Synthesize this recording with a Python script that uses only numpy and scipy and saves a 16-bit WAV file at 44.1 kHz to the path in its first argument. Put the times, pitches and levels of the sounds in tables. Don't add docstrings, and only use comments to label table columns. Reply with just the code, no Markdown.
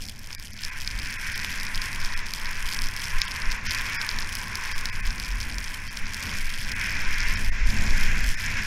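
import sys
import numpy as np
from scipy import signal
from scipy.fft import rfft, irfft, dct, next_fast_len
from scipy.io import wavfile
from scipy.ndimage import uniform_filter1d

SR = 44100
rng = np.random.default_rng(int(sys.argv[2]) if len(sys.argv) > 2 else 0)


def int16_out(signal):
    q = np.round(np.clip(np.atleast_2d(signal).T, -1, 1) * 32767)
    wavfile.write(sys.argv[1], SR, q.astype(np.int16))


def decibels_to_gain(level_db):
    exponent = np.asarray(level_db, float) / 20
    return 10 ** exponent


N = 381906


def level(x, db):
    return x * decibels_to_gain(db) / np.sqrt(np.mean(x ** 2))


def noise():
    return rng.standard_normal(N)


def colour(x, shape):
    size = next_fast_len(N)
    hz, db = np.transpose(shape)
    line_hz = np.arange(1, size // 2 + 2) * SR / size
    gain = decibels_to_gain(np.interp(np.log(line_hz), np.log(hz), db, left=-150, right=-150))
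    return level(irfft(rfft(x, size) * gain, size)[:N], 0)


def walk(rate_hz):
    hold = int(SR / rate_hz)
    steps = np.repeat(rng.standard_normal(N // hold + 1), hold)
    return 1.7 * uniform_filter1d(uniform_filter1d(steps, hold), hold)[:N]


def curves(table):
    s, *columns = np.transpose(table)
    return [np.interp(np.arange(N) / SR, s, column) for column in columns]


def bells(table):
    t = np.arange(N) / SR
    return sum(np.outer(rise_db, np.exp(-(2 * (t - s) / length_s) ** 2)) for s, length_s, *rise_db in table)


# time_s [s], hiss_db [dB]
CARVE = [(0.0, -52.5), (0.41, -48), (0.53, -51.5), (0.65, -41.5), (1.28, -34), (2.92, -37.5), (3.98, -31),
         (4.29, -36), (5.96, -39.5), (6.29, -34.5), (6.61, -37), (6.85, -30.5), (7.31, -30), (7.52, -36.5),
         (7.98, -28.5), (8.42, -34.5), (8.47, -29.5), (8.66, -33)]
# peak_s [s], length_s [s], rise_db [dB]
BITES = [(.3, 0.088, 5), (1.15, 0.074, -0.5), (2.1, .2, 1.5), (2.33, 0.14, -3.5), (3.62, 0.067, -5.5),
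         (3.76, 0.13, 1.5), (4.5, 0.27, 0), (4.72, 0.34, 3), (5.08, 0.069, 1), (6.25, .15, 1),
         (6.58, 0.086, -2), (8.59, 0.039, 4.5)]


def ski_pressure():
    return curves(CARVE)[0] + bells(BITES)[0]


# freq_hz [Hz], density_db [dB per Hz]
SKI_HISS = [(290, -13.5), (500, -18), (760, -19.5), (871, -9.5), (1030, -1.5), (1240, -11), (1610, -0.5),
            (2470, -1), (2930, -10.5), (3240, -6.5), (3720, -12), (4610, -14), (4990, -11.5), (5280, -5.5),
            (7500, -19.5), (9750, -62), (16500, -120)]
# time_s [s], above_hiss_db [dB]
FACING = [
    (0, -10.5),
    (1.3, -16.5),
    (2.4, -9.5),
    (3.55, -10.5),
    (3.7, -13.5),
    (4.3, -9.5),
    (5.0, -11.5),
    (5.2, -10),
    (6.8, -16),
    (8.66, -17.5),
]


def skis(hiss_db):
    cavity_db = hiss_db + curves(FACING)[0]
    out = 0
    for lo_hz, hi_hz, db in ((291, 1670, cavity_db + 11.0),
                             (1240, 3050, hiss_db + 1.24),
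                             (3060, 8400, hiss_db - 5.5)):
        sos = signal.butter(3, (lo_hz, hi_hz), "band", fs=SR, output="sos")
        band = signal.sosfiltfilt(sos, colour(noise(), SKI_HISS))
        out = out + band * decibels_to_gain(db + .8 * walk(16))
    return out


# time_s [s], level_db [dB]
SPRAY = [
    (7.62, -68),
    (7.69, -48),
    (8.2, -50),
    (8.4, -56),
]


def spray():
    band = signal.butter(4, (6000, 7600), "band", fs=SR, output="sos")
    return decibels_to_gain(curves(SPRAY)[0]) * level(signal.sosfilt(band, noise()), 0)


def strike(landings):
    out, lead = np.zeros(N + 1024), 64
    shell_ring_hz, cavity_hz = 5180, 2405
    t = (np.arange(512) - lead) / SR
    chance = rng.standard_normal((len(landings), 512))
    high = signal.butter(2, (8000, 13500), "band", fs=SR, output="sos")
    push = np.exp(-t / 0.00017) / (1 + np.exp(-t / .00005))
    crush = np.exp(-abs(t) / 0.00072)
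    after = (1 - np.exp(-np.maximum(t, 0) / 0.0011)) * np.exp(-t / 0.00089)
    cavity = decibels_to_gain(-7.5) * after * np.sin(2 * np.pi * cavity_hz * t)
    for (s, peak_db, hz, snap_db), puff in zip(landings, chance):
        knock = push * np.cos(2 * np.pi * hz * t + puff[0])
        ring_hz = shell_ring_hz * (1 + 0.014 * puff[1])
        ring = decibels_to_gain(-5.0) * after * np.sin(2 * np.pi * ring_hz * t + 2 * np.pi * puff[2])
        snap = decibels_to_gain(snap_db - 10.5) * crush * signal.sosfilt(high, puff)
        start = max(int(s * SR), 0)
        out[start:start + 512] += decibels_to_gain(peak_db + 6.0) * (knock + snap + ring + cavity)
    return out[lead:N + lead]


def middling(flurry_db, count=280):
    gap, size, pitch, snap = rng.standard_normal((count, 4)).T
    s = np.cumsum(np.exp(.9 * gap))
    s = s / s[-1] * (N - 1) / SR
    peak_db = flurry_db[(s * SR).astype(int)] + 28.5 + 3 * np.clip(size, -2, 1.8)
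    pitch_hz = 4960 + 260 * pitch
    snap_db = -28.5 + 9.5 * snap
    return list(zip(s, peak_db, pitch_hz, snap_db))


# peak_s [s], peak_db [dB],
# pitch_hz [Hz], snap_db [dB above the peak]
FLAKES = [(.3297, -20, 5200, -16), (.636, -15.5, 4900, -26), (.6496, -14.5, 4940, -6),
          (.876, -10.5, 4870, -24), (.9985, -21, 5040, -24), (1.378, -17.5, 4900, -4),
          (1.4476, -21.5, 5470, 3), (1.7572, -16.5, 5080, -6), (1.8184, -14.5, 4800, -8),
          (2.0484, -16, 5000, -7), (2.3371, -11, 4830, -6), (2.4574, -17.5, 4390, -14),
          (2.9646, -18, 5150, -3), (3.2174, -4, 4350, -12), (3.5185, -13.5, 5000, -12),
          (3.7145, -12.5, 4450, -18), (3.7482, -13, 4850, -4), (4.015, -12, 4300, -15),
          (4.091, -8.5, 4830, -30), (4.1878, -13, 4400, -13), (4.353, -15, 5130, -1.5),
          (4.5553, -12.5, 5270, -5), (4.8564, -10.5, 4570, -10), (5.1995, -15, 4930, -8),
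          (5.5838, -14.5, 5270, -8), (5.9728, -16, 4770, -11), (6.1452, -16, 4940, -7),
          (6.7179, -15.5, 5210, -10), (7.2047, -14, 5250, -17), (8.4627, -17.5, 6430, -8),
          (0.055, -26, 5300, -3),
    (.1925, -30.5, 5100, 2),
    (0.2436, -27.5, 5080, -20),
    (0.306, -23, 2670, -21),
    (.3492, -22, 5030, 2),
    (0.3985, -26, 5080, 0),
    (0.5345, -27.5, 5640, -1),
    (0.591, -23, 3200, -12),
    (.6092, -43, 4920, -6),
    (1.4468, -11.5, 2760, -18),
]


def flakes(flurry_db):
    return strike(FLAKES + middling(flurry_db))


# start_s [s], length_s [s], drop_db [dB]
LULLS = [(0.105, 0.11, 12.5), (.2, 0.215, 5), (0.485, 0.11, 7), (0.698, 0.059, 8), (2.22, 0.034, 18),
         (3.56, 0.082, 13), (5.765, 0.19, 4.5), (6.007, 0.059, 6.5), (7.42, 0.061, 3), (7.508, 0.15, 15),
         (8.05, 0.21, 3), (8.45, 0.19, 4)]


def shelter():
    t, edge_s = np.arange(N) / SR, 0.024
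    drop = 0
    for s, length_s, db in LULLS:
        inside_s = np.minimum(t - s, s + length_s - t)
        drop = drop + db * np.clip(inside_s / edge_s + .5, 0, 1)
    return drop


# peak_s [s], length_s [s], rise_db [dB]
SHOWERS = [
    (1.8, 0.34, 3),
    (2.78, 0.17, 7),
    (3.35, 0.6, 2),
    (4.75, 0.065, 0.5),
    (5.1, 0.09, 2.5),
    (5.43, 0.051, 2),
    (6.65, 0.035, -1),
]


def snowfall(hiss_db):
    cruise_hiss_db = -36
    return -52 + 0.21 * (hiss_db - cruise_hiss_db) + bells(SHOWERS)[0] - shelter()


def patter(rate_hz, spread_db, crush_s):
    lands = rng.random(N) < rate_hz * decibels_to_gain(2.5 * walk(12)) / SR
    size = decibels_to_gain(np.minimum(spread_db * rng.exponential(1, N), 13))
    keep = np.exp(-1 / (crush_s * SR))
    return signal.lfilter([1], [1, -keep], lands * size) * noise()


# freq_hz [Hz], density_db [dB per Hz]
SHELL = [(2000, -21), (3200, -4.5), (3800, -14.5), (5200, -5.5), (6500, -13.5), (8000, -16), (11500, -17.5),
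         (13500, -21.5), (16000, -26), (18000, -40)]
# freq_hz [Hz], density_db [dB per Hz]
SPARKLE = [(5000, -40), (7000, -3), (9500, 4.5), (12500, -6), (13500, -17), (16000, -8), (18000, -30)]


def flurry(flurry_db):
    knocks = colour(patter(290, 5.4, 0.0004), SHELL)
    fine = level(patter(520, 6.5, 0.0005), 0)
    air = level(noise(), -3)
    return decibels_to_gain(flurry_db + 10.0) * knocks + decibels_to_gain(flurry_db - 2.5) * colour(fine + air, SPARKLE)


# time_s [s], rumble_db [dB]
AIR = [(0, -48.5), (.75, -45), (.9, -43), (2.2, -42), (2.75, -44), (3.62, -41), (3.9, -41.5), (4.7, -44),
       (5.25, -40.5), (5.9, -44), (6.9, -38.5), (7.55, -40.5), (7.75, -29.5), (8.3, -38.5), (8.43, -37),
       (8.66, -38)]
# peak_s [s], length_s [s], buffet_rise_db [dB], gust_rise_db [dB]
PUFFS = [(0, .1, 10.5, 0), (.95, 0.2, 6.5, 15), (1.25, 0.33, -3, -5), (1.787, 0.077, 7, 6),
         (2.085, 0.26, 11, -7), (2.47, .08, 5.5, 8), (2.65, 0.097, 11.5, 11), (2.84, 0.087, 8, 10),
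         (3.164, .1, 12, -8), (3.494, .1, 16, 14), (3.85, 0.068, 5, 6), (4.183, 0.28, 8, 5),
         (4.77, .1, 11, 2), (5.066, 0.09, 11.5, 20), (5.3, 0.25, -6, 18.5), (5.55, .15, -4, 13),
         (6.046, 0.081, 11.5, -11), (6.23, 0.13, -16, 1), (6.417, 0.13, 7, -2), (7.255, 0.53, 8.5, 11.5),
         (7.54, 0.21, 6, 17.5), (7.655, .08, 5.5, 11.5), (7.925, 0.16, 4, 9), (8.145, 0.19, 5, 20.5),
         (8.276, 0.092, 11, 16)]
# peak_s [s], length_s [s], rise_db [dB]
THUMPS = [
    (1.0, 0.18, 4),
    (2.2, 0.13, 2),
    (3.66, .12, 6),
    (5.2, 0.079, 1.5),
    (6.3, 0.18, 4),
    (6.7, 0.15, 2),
    (8.55, 0.13, 2),
]
# freq_hz [Hz], density_db [dB per Hz]
BUFFET = [(3, -79), (6, 0.5), (10, -1), (16, 3), (24, -4.5), (36, -31), (60, -56), (120, -94)]
# freq_hz [Hz], density_db [dB per Hz]
GUST = [(18, -52), (32, 3.5), (45, 3.5), (60, -25), (120, -52)]
# freq_hz [Hz], density_db [dB per Hz]
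RUMBLE = [(26, -27), (45, -15.5), (65, -4.5), (99, -8), (145, -17), (215, -15), (347, -30.5), (700, -32.5),
          (910, -31), (1540, -120)]


def wind():
    air_db = curves(AIR)[0]
    buffet_rise_db, gust_rise_db = bells(PUFFS)
    buffet_db = air_db + 10 + buffet_rise_db
    gust_db = air_db - 5.5 + gust_rise_db
    rumble_db = air_db + 0.033 * gust_rise_db + bells(THUMPS)[0]
    buffet = colour(noise(), BUFFET)
    gust = colour(noise(), GUST)
    rumble = colour(noise() * decibels_to_gain(1.24 * walk(9)), RUMBLE)
    return decibels_to_gain(buffet_db) * buffet + decibels_to_gain(gust_db + 0.5) * gust + decibels_to_gain(rumble_db + 0.44) * rumble


def scene():
    hiss_db = ski_pressure()
    flurry_db = snowfall(hiss_db)
    snow = flakes(flurry_db) + flurry(flurry_db) + spray()
    return (skis(hiss_db) + snow + wind())[None]


def ragged_top(x, size=1024):
    calm_top_hz, top_hz = 15200, 15800
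    padded = next_fast_len(N)
    lines = rfft(x, padded)
    hz = np.arange(padded // 2 + 1) * SR / padded
    body = irfft(lines * (hz < calm_top_hz), padded)[:N]
    top = irfft(lines * ((hz >= calm_top_hz) & (hz < top_hz)), padded)[:N]
    blocks = np.resize(np.diff(x, 2), (N // size + 1, size))
    crest = np.abs(blocks).max(axis=1) / blocks.std(axis=1)
    sharp = np.repeat(1. * (crest > np.quantile(crest, .6)), size)[:N]
    return body + top * uniform_filter1d(uniform_filter1d(sharp, size // 4), size // 4)


# start_s [s], length_s [s], step_db (coarseness of the rounding) [dB]
STARVED = [(.363, .014, -35), (.523, .007, -38), (.594, .006, -38), (.704, .007, -31), (1.172, .009, -30),
           (1.342, .008, -29), (2.149, .013, -27), (3.221, .012, -28), (3.262, .012, -28),
           (3.672, .022, -28), (3.968, .025, -27), (4.735, .011, -26), (4.906, .014, -28),
           (5.012, .01, -30), (5.887, .013, -30), (6.741, .009, -27), (7.358, .008, -26),
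           (7.503, .013, -24), (8.357, .012, -27)]


def starve(x):
    out, fade, spill = x.copy(), 260, 520
    for s, length_s, kept_db in STARVED:
        a, size = int(s * SR) - spill, int(length_s * SR) + 2 * spill
        block = x[a:a + size]
        hz = np.arange(size) * SR / 2 / size
        step = decibels_to_gain(11.5 + kept_db - 3.5 * (hz > 3000))
        lines = np.round(dct(block, norm="ortho") / step) * step * (hz < 7830)
        kept = dct(lines, type=3, norm="ortho")
        edge = np.minimum(np.arange(size), np.arange(size)[::-1])
        hole = np.sin(np.clip((edge - spill) / fade + .5, 0, 1) * np.pi / 2) ** 2
        warble = np.sin(np.clip(edge / spill, 0, 1) * np.pi / 2) ** 2
        out[a:a + size] = (1 - hole) * (1 - warble / 2) * block + warble * kept * (1 + hole) / 2
    return out


def band_limit(x):
    return signal.sosfilt(signal.butter(12, 16500, fs=SR, output="sos"), x)


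def record(dry):
    mix = starve(ragged_top(dry[0]))[None]
    return band_limit(mix)


dry = scene()
out = record(dry)
int16_out(out)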